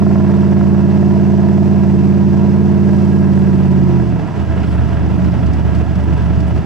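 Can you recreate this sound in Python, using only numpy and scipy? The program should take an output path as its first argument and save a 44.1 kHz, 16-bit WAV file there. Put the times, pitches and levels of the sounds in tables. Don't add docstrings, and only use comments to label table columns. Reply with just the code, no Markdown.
import sys
import numpy as np
from scipy import signal
from scipy.fft import rfft, irfft, next_fast_len
from scipy.io import wavfile
from scipy.ndimage import uniform_filter1d, map_coordinates

SR = 44100
rng = np.random.default_rng(int(sys.argv[2]) if len(sys.argv) > 2 else 0)


def file_out(sig):
    cols = np.atleast_2d(sig).T
    lim = np.clip(cols, -1, 1)
    pcm = np.round(lim * 32767).astype(np.int16)
    wavfile.write(sys.argv[1], SR, pcm)


N = 293265


def amp(db):
    return 10 ** (np.asarray(db) / 20)


def unit(x):
    return x / np.sqrt(np.mean(x ** 2) + 1e-20)


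def along(points, hz):
    f, v = np.transpose(points)
    return np.interp(np.log(hz + 1), np.log(f + 1), v)


def curve(rows):
    return np.interp(np.arange(N) / SR, *np.transpose(rows))


def swell(s, half_length):
    return np.exp(-((np.arange(N) / SR - s) / half_length) ** 2)


def wobble(rate):
    knots = signal.resample_poly(rng.standard_normal(int(N * rate / SR) + 4), 8, 1)
    return np.interp(np.arange(N) * rate / SR, np.arange(len(knots)) / 8, knots)


def noise():
    return rng.standard_normal((2, N))


def resonance(hz, centre, width):
    return 1 / (1 + (2 * (hz - centre) / width) ** 2)


def filtered(x, response):
    m = next_fast_len(N + SR // 2)
    return irfft(rfft(x, m) * response(np.fft.rfftfreq(m, 1 / SR)), m)[..., :N]


# (frequency [Hz], coherence [0-1])
COHERENCE = [(180, 0), (300, 0.56), (550, 0.72), (3000, 0.72), (5000, 0.6), (7500, 0.8), (9500, 0.1),
             (12000, 0.46)]
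def spread(pair, colour):
    turn = lambda hz: np.arccos(np.clip(along(COHERENCE, hz), 0, 1)) / 2
    mid, side = filtered(pair, lambda hz: amp(colour(hz)) * [np.cos(turn(hz)), np.sin(turn(hz))])
    return unit(np.array([mid + side, mid - side]))


def running_state(speed, idle_hz=8.7, easing_hz=16.4, throttle_hz=18.15, full_fall_hz_per_s=22.4):
    idle = np.interp(speed, [idle_hz, easing_hz, throttle_hz], [1, .5, 0])
    fall = uniform_filter1d(-np.gradient(speed) * SR, size=SR // 8)
    overrun = np.clip(fall / full_fall_hz_per_s, 0, 1) ** 1.51
    t = np.arange(N) / SR
    return idle, np.interp(t - 0.013, t, overrun)


def blend(idle, throttle_db, idle_db):
    return np.interp(idle, [0, 1], [throttle_db, idle_db])


# (frequency [Hz], bandwidth [Hz], boost [dB])
EXHAUST_MODES = [(152.8, 15, 0), (214.8, 15, 0), (347, 30, 11)]
def exhaust_response(hz, low_cut_hz=66):
    modes = [amp(db * resonance(hz, centre, width))
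             * np.exp(-1j * np.arctan2(hz * width, centre ** 2 - hz ** 2))
             for centre, width, db in EXHAUST_MODES]
    return np.prod(modes, axis=0) * (1 + np.tanh((hz - low_cut_hz) / 5)) / 2


PUFF_STRENGTHS = [.64, .89, .37, .51, 1.04, .37, .85, .94]
# (order [x cycle rate], level on throttle [dB], easing off [dB], at idle [dB])
HARMONICS = [(4, -49.5, -50, -57), (5, -20, -23, -38), (6, -47, -44, -53), (7, -29.5, -35.5, -37),
             (8, -21.5, -18, -20.5), (9, -34, -33.5, -42), (10, -21.5, -30.5, -52.5), (11, -14, -16, -31.5),
             (12, -36, -44, -43), (13, -33, -23.5, -27), (14, -39.5, -49.5, -52.5),
             (15, -35.5, -28.5, -44.5), (16, -31.5, -42, -36), (17, -46, -33.5, -30), (18, -60, -43, -34),
             (19, -35, -35, -25.5), (20, -38.5, -60, -43), (21, -38.5, -31.5, -31), (22, -36.5, -52, -56),
             (23, -43, -37, -39.5), (24, -41, -42, -42.5), (25, -45.5, -50.5, -39), (26, -52, -52, -55),
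             (29, -57.5, -57.5, -50.5), (30, -51, -53.5, -37.5), (32, -44.5, -58, -41),
             (35, -42.5, -58, -47), (37, -50.5, -52, -51)]
# (time [s], gain [dB])
FIRING_GAIN = [(3.85, 2), (3.98, 3.5), (4.1, 5), (4.19, -1.5), (4.26, -6.5), (4.4, 1), (4.6, -2),
               (4.77, 1.5), (5.18, -2), (5.39, -1.5), (5.48, 1), (5.8, 0.5), (5.9, -2.5), (6.12, 1.5),
               (6.22, 1.5), (6.6, -0.5)]
# (time [s], gain [dB])
UNEVEN_BEATS = [(4.04, -2), (4.085, -1.5), (4.13, 3), (4.16, 1), (4.22, -2), (4.27, -2.5), (4.33, -2),
                (4.4, -2.5), (4.458, -6.5), (4.63, -1), (4.8, 2), (4.89, -9), (5.5, 2.5), (5.859, -6.5),
                (6.0, -2), (6.2, -3), (6.38, 4), (6.64, -17)]
def drone(cycle, idle, overrun, overrun_db=-13, held_orders=(5, 13)):
    pattern = np.angle(np.fft.fft(PUFF_STRENGTHS))
    waver = 0.017 + 0.13 * idle ** 3 + 0.07 * overrun
    beat = np.zeros(N)
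    for order, *state_db in HARMONICS:
        level = np.interp(idle, [0, .5, 1], amp(state_db))
        if order == len(PUFF_STRENGTHS):
            level *= amp(curve(FIRING_GAIN))
        if order not in held_orders:
            level *= amp(overrun_db * overrun)
        shake = waver * (order / 10) ** 1.88
        level *= 1 + np.minimum(shake, .5) * wobble(14)
        phase = 2 * np.pi * order * cycle + pattern[order % len(pattern)]
        beat += level * np.cos(phase + np.minimum(shake, 2) * wobble(14))
    level_db = blend(idle, -1, 1.5) + sum(db * swell(s, 0.017) for s, db in UNEVEN_BEATS)
    return filtered(np.sqrt(2) * amp(level_db) * beat, exhaust_response)


# (frequency [Hz], level [dB])
BURBLE_SPECTRUM = [(30, -37.5), (52, -2.5), (72, -6), (100, -3), (135, -4.5), (175, 3.5), (240, -1),
                   (330, -3.5), (430, -23), (520, -29), (900, -57), (2000, -100)]
def burble(firing, idle):
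    starts = np.flatnonzero(np.diff(np.floor(firing)))
    puffs = np.zeros((2, N))
    puffs[:, starts] = rng.uniform(-1.07, 1, (len(starts), 2)).T
    level_db = blend(idle, -30, -25) + 5 * swell(5.4, 0.5)
    return amp(level_db) * spread(puffs, lambda hz: along(BURBLE_SPECTRUM, hz))


def gas_flow(firing, depth_db=1.0, pattern_db=4.5, scatter_db=1.68):
    count, cylinders = int(firing[-1]) + 2, len(PUFF_STRENGTHS)
    chance = np.interp(firing, np.arange(count), rng.standard_normal(count))
    strength = np.interp(firing, np.arange(cylinders), PUFF_STRENGTHS, period=cylinders)
    return unit(amp(depth_db * np.cos(2 * np.pi * firing) + pattern_db * strength + scatter_db * chance))


# (frequency [Hz], bandwidth [Hz], boost [dB])
PIPE_MODES = [(512, 54, -2.5), (673, 39, 1), (885, 92, 4.5), (1344, 130, 1.5), (1495, 100, -1),
              (1690, 110, 2.5), (2430, 110, 0.5), (2676, 230, 4)]
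def piped(spectrum):
    return lambda hz: along(spectrum, hz) + sum(db * resonance(hz, c, w) for c, w, db in PIPE_MODES)


# (frequency [Hz], level [dB])
RASP_SPECTRUM = [(150, -28), (330, 2.5), (430, 3), (510, -5), (590, -1.5), (830, -8.5), (1040, -8.5),
                 (1150, -16.5), (2000, -20.5), (2900, -31), (3700, -39.5), (8000, -49), (14000, -87)]
def rasp(flow, idle):
    return amp(blend(idle, -30.5, -31) + 0.34 * wobble(5)) * spread(noise() * flow, piped(RASP_SPECTRUM))


# (frequency [Hz], level [dB])
GURGLE_SPECTRUM = [(300, -29.5), (700, -3), (1300, 8), (2000, -0.5), (2900, -2.5), (3600, -7.5),
                   (6000, -30.5), (12000, -54.5)]
def gurgle(flow, idle):
    level_db = blend(idle, -47.5, -42) + 0.26 * wobble(30)
    return amp(level_db) * spread(noise() * flow, piped(GURGLE_SPECTRUM))


# (frequency [Hz], level [dB])
HISS_SPECTRUM = [(800, -21), (2500, 0.5), (3700, -3), (5000, 1.5), (6000, -2), (6600, -5.5), (7800, -6),
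                 (9500, -15.5), (12200, -17.5), (13500, -35), (15500, -45.5)]
def hiss(flow, idle):
    level_db = blend(idle, -51.5, -53) + 0.67 * wobble(15)
    return amp(level_db) * spread(noise() * flow, lambda hz: along(HISS_SPECTRUM, hz))


def spatter(idle, count=4000, centre_hz=5200, decay_cycles=5, size_db=4):
    clumps_db = blend(idle, 2.2, 4) * wobble(8.2)
    t = np.arange(SR // 200) / SR
    when, size, pan, pitch = rng.random((4 * count,)).reshape(count, 4).T
    hz = (centre_hz * 2 ** (2 * pitch - 1))[:, None]
    strength = amp(-size_db * np.log(np.maximum(size, .015)))[:, None] * np.minimum(1, centre_hz / hz)
    drops = strength * np.sin(2 * np.pi * hz * t) * np.exp(-hz * t / decay_cycles)
    at = ((when * N).astype(int)[:, None] + np.arange(len(t))).ravel()
    sides = [np.bincount(at, (drops * (.5 + share[:, None])).ravel(), N)[:N] for share in (pan, 1 - pan)]
    return amp(blend(idle, -60.5, -64) + clumps_db) * unit(np.array(sides))


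# (frequency [Hz], bandwidth [Hz], level on throttle [dB], level at idle [dB])
HULL_MODES = [(603, 15, 0.5, -8), (660.4, 44, 1.5, 3.5), (740, 60, -3.5, -0.5), (967.6, 42, 1, -3),
              (1338, 89, -17, -7.5), (1633.5, 60, -8, -5.5), (1945, 70, -19.5, -12), (2655, 43, -15.5, -16),
              (2930, 110, -29, -17.5), (3370, 70, -28.5, -18.5), (5670, 15, -20.5, -37.5),
              (6180, 56, -25.5, -29.5)]
def hull(flow, idle, pitch_drift=.002):
    def ringing(state, widen):
        peaks = lambda hz: sum(amp(db[state]) * resonance(hz, c, w * widen) for c, w, *db in HULL_MODES)
        return spread(noise() * flow, lambda hz: 20 * np.log10(peaks(hz)))
    on_throttle = amp(-37.5) * ringing(0, widen=1)
    at_idle = amp(-38) * ringing(1, widen=1.15)
    ring = np.sqrt(1 - idle) * on_throttle + np.sqrt(idle) * at_idle
    warped_time = np.arange(N) + np.cumsum(pitch_drift * wobble(2.5))
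    return np.array([map_coordinates(side, [warped_time], mode="mirror") for side in ring])


# (time [s], four-stroke cycle rate [Hz])
CYCLE_RATE = [(0.0, 18.471), (0.3, 18.155), (0.7, 18.148), (1.0, 18.281), (1.3, 18.215), (1.6, 18.32),
              (1.95, 18.013), (2.3, 18.209), (2.6, 18.412), (2.9, 18.251), (3.2, 18.058), (3.55, 17.547),
              (3.88, 16.896), (4.0, 16.05), (4.18, 13.575), (4.38, 10.409), (4.55, 9.582), (4.72, 9.058),
              (4.95, 9.355), (5.25, 9.647), (5.45, 9.065), (5.7, 9.246), (5.95, 9.363), (6.22, 8.839),
              (6.45, 9.337), (6.65, 9.247)]
def engine():
    speed = curve(CYCLE_RATE)
    idle, overrun = running_state(speed)
    cycle = np.cumsum(speed) / SR + .262
    firing = cycle * len(PUFF_STRENGTHS)
    flow = gas_flow(firing)
    chug = amp(1.1 * np.cos(2 * np.pi * 3 * cycle))
    gas = burble(firing, idle) + rasp(flow * chug, idle)
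    water = gurgle(flow, idle) + hiss(np.sqrt(flow) * chug, idle) + spatter(idle)
    return gas + water + drone(cycle, idle, overrun) + hull(flow, idle)


# (frequency [Hz], level [dB])
WIND_SPECTRUM = [(5, -2.5), (25, -2.5), (45, -6), (70, -5.5), (150, -9.5), (600, -58)]
def wind(level_db=-44, gust_db=7.2):
    level = amp(level_db + gust_db * swell(5.7, 1.5) + 1.5 * wobble(4.1))
    return level * spread(noise(), lambda hz: along(WIND_SPECTRUM, hz))


# (peak time [s], half length [s], level [dB])
CHATTER_BOUTS = [(0.102, 0.75, -24.5), (1.374, .45, -25.5)]
# (time [s], level re an ordinary knock [dB])
ACCENTS = [(.019, 2), (.064, 3), (.155, 4), (.2, 2.5), (.336, 0.5), (.463, 0.5), (.61, 5.5), (.745, 4),
           (.792, 4), (.973, 1), (1.027, 6), (1.109, 2), (1.16, 0.5), (1.299, 1), (1.336, 1.5),
           (1.394, 3.5), (1.466, -0.5), (1.58, 2), (1.853, 9), (1.903, 9.5)]
# (frequency [Hz], level in bout 1 [dB], level in bout 2 [dB], t60 [s])
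KNOCK_MODES = [(580, -5, -2, 0.012), (640, -3.5, -2.5, 0.055), (673, 2, 0.5, 0.05), (880, -7, -18, 0.029),
               (1044, 0, -15.5, 0.036), (1344, 0.5, -14.5, 0.02), (1740, -10.5, -11, .03),
               (2150, -15, -25.5, 0.017)]
def chatter(rate_hz=21.87, scatter_db=0.5, rise_s=.0013, grit=.14):
    bouts = [amp(db) * swell(s, length) for s, length, db in CHATTER_BOUTS]
    times = np.arange(.018, N / SR, 1 / rate_hz)
    force_db = -scatter_db * rng.standard_normal(len(times))
    for s, db in ACCENTS:
        nearest = np.argmin(np.abs(times - s))
        times[nearest], force_db[nearest] = s, db
    knocks = np.zeros(N)
    knocks[(times * SR).astype(int)] = amp(force_db)
    t = np.arange(SR // 12) / SR
    contact = signal.fftconvolve(knocks, np.exp(-t / rise_s))[:N]
    scrape = contact * rng.standard_normal(N) / np.sqrt(rise_s * SR / 2)
    out = np.zeros(N)
    for hz, first_db, second_db, t60 in KNOCK_MODES:
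        mode = amp(-60 * t / t60) * (1 - np.exp(-t / rise_s)) * np.sin(2 * np.pi * hz * t)
        level = amp(first_db) * bouts[0] + amp(second_db) * bouts[1]
        out += level * signal.fftconvolve(knocks + grit * scrape, mode)[:N]
    return out


# (peak time [s], half length [s], level [dB])
SPRAY_SWELLS = [(3.154, 0.65, -65.5), (4.734, 0.089, -62.5)]
# (frequency [Hz], level [dB])
FIZZ_SPECTRUM = [(5000, -24.5), (8000, -3), (9500, -3.5), (11000, -11), (13500, -25)]
def spray():
    level = sum(amp(db) * swell(s, length) for s, length, db in SPRAY_SWELLS)
    return level * spread(noise() * amp(2 * wobble(150)), lambda hz: along(FIZZ_SPECTRUM, hz))


# (peak time [s], half length [s], frequency [Hz], level [dB])
FAINT_TONES = [(4.5, .2, 660, -41), (5.15, .12, 657, -44), (5.48, .11, 653, -41), (6.5, .17, 654, -43),
               (5.25, .15, 581, -46), (6.15, .5, 580, -46.5), (3.3, .3, 1632, -53), (4.45, .25, 1615, -53)]
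def tones(waver_hz=2.5):
    out = np.zeros(N)
    for s, length, hz, db in FAINT_TONES:
        phase = 2 * np.pi * np.cumsum(hz + waver_hz * wobble(12)) / SR
        out += np.sqrt(2) * amp(db + 1.5 * wobble(9.1)) * swell(s, length) * np.sin(phase)
    return out


def bursts(rows, t60, rise_s=.0035):
    t = np.arange(SR // 8) / SR
    envelope = np.zeros(N + SR)
    for s, db in rows:
        envelope[round(s * SR):][:len(t)] += amp(db - 60 * t / t60) * (1 - np.exp(-t / rise_s))
    return envelope[:N]


# (time [s], slap level [dB], fizz level [dB])
SLUGS = [(4.27, -40, -52), (4.501, -43.5, -65), (4.7153, -37, -53.5), (4.935, -39.5, -49.5),
         (5.104, -48, -52), (5.248, -37.5, -54), (5.316, -40.5, -54.5), (5.46, -34, -56.5),
         (5.531, -33.5, -46.5), (5.7473, -33, -49.5), (5.785, -39, -49.5), (5.9518, -35.5, -46.5),
         (6.003, -36, -54), (6.034, -46.5, -45.5), (6.128, -37.5, -48), (6.173, -44, -47),
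         (6.2238, -43, -54.5), (6.257, -45.5, -48), (6.402, -33, -47.5), (6.477, -51.5, -41),
         (6.555, -39, -50), (6.575, -36, -53.5)]
# (frequency [Hz], level [dB])
SLAP_SPECTRUM = [(800, -7.5), (2500, 2.5), (3700, -5.5), (5200, 0), (6500, -8.5), (8000, -12),
                 (10000, -22.5), (13500, -45)]
def splashes(slap_db=-1.0, fizz_db=-7.0):
    slap = spread(noise() * amp(2.7 * wobble(600)), lambda hz: along(SLAP_SPECTRUM, hz))
    fizz = spread(noise() * amp(3 * wobble(900)), lambda hz: along(FIZZ_SPECTRUM, hz))
    slap *= bursts([(s, db) for s, db, _ in SLUGS], t60=0.05)
    fizz *= bursts([(s, db) for s, _, db in SLUGS], t60=0.073)
    return amp(slap_db) * slap + amp(fizz_db) * fizz


# (time [s], level [dB])
WET_POPS = [(4.385, -31.5), (4.48, -31), (4.577, -25), (4.6324, -19.5), (4.725, -22.5), (4.778, -23.5),
            (4.868, -28.5), (4.9237, -27.5), (4.9676, -25.5), (5.454, -28.5), (5.9524, -25), (6.574, -24.5)]
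def pops(gain_db=-5):
    return amp(gain_db) * bursts(WET_POPS, t60=0.05) * spread(noise(), piped(GURGLE_SPECTRUM))


def scene():
    return engine() + chatter() + tones() + splashes() + pops() + spray() + wind()


# (frequency [Hz], lead of the left [rad])
PORT_PHASE = [(30, -1.8), (90, -1.5), (200, -1.16), (400, -0.62), (600, -0.55), (1200, -0.25),
              (2000, -0.25), (2600, -0.65), (5500, -0.5), (7000, -1.1), (9500, -1.1), (12000, 0)]
# (frequency [Hz], left minus right [dB])
PORT_BALANCE = [(60, -2.5), (200, -4), (450, -5.5), (800, -2.5), (1600, -3.5), (3000, -1.5), (5000, 0),
                (9000, 2.3), (11000, -0.5), (11600, -10)]
def record(dry, ceiling=0.93, band_limit_hz=14200):
    half = np.array([[.5], [-.5]])
    shared_gain = [(80, 3.7), (400, 0.64), (1000, 2.3)]  # (frequency [Hz], gain [dB])
    colour = lambda hz: amp(half * along(PORT_BALANCE, hz) + along(shared_gain, hz))
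    ports = filtered(dry, lambda hz: colour(hz) * np.exp(1j * half * along(PORT_PHASE, hz)))
    rounded = ports / (1 + np.abs(ports / ceiling) ** 10) ** (1 / 10)
    return filtered(rounded, lambda hz: hz < band_limit_hz)


dry = scene()
out = record(dry)
file_out(out)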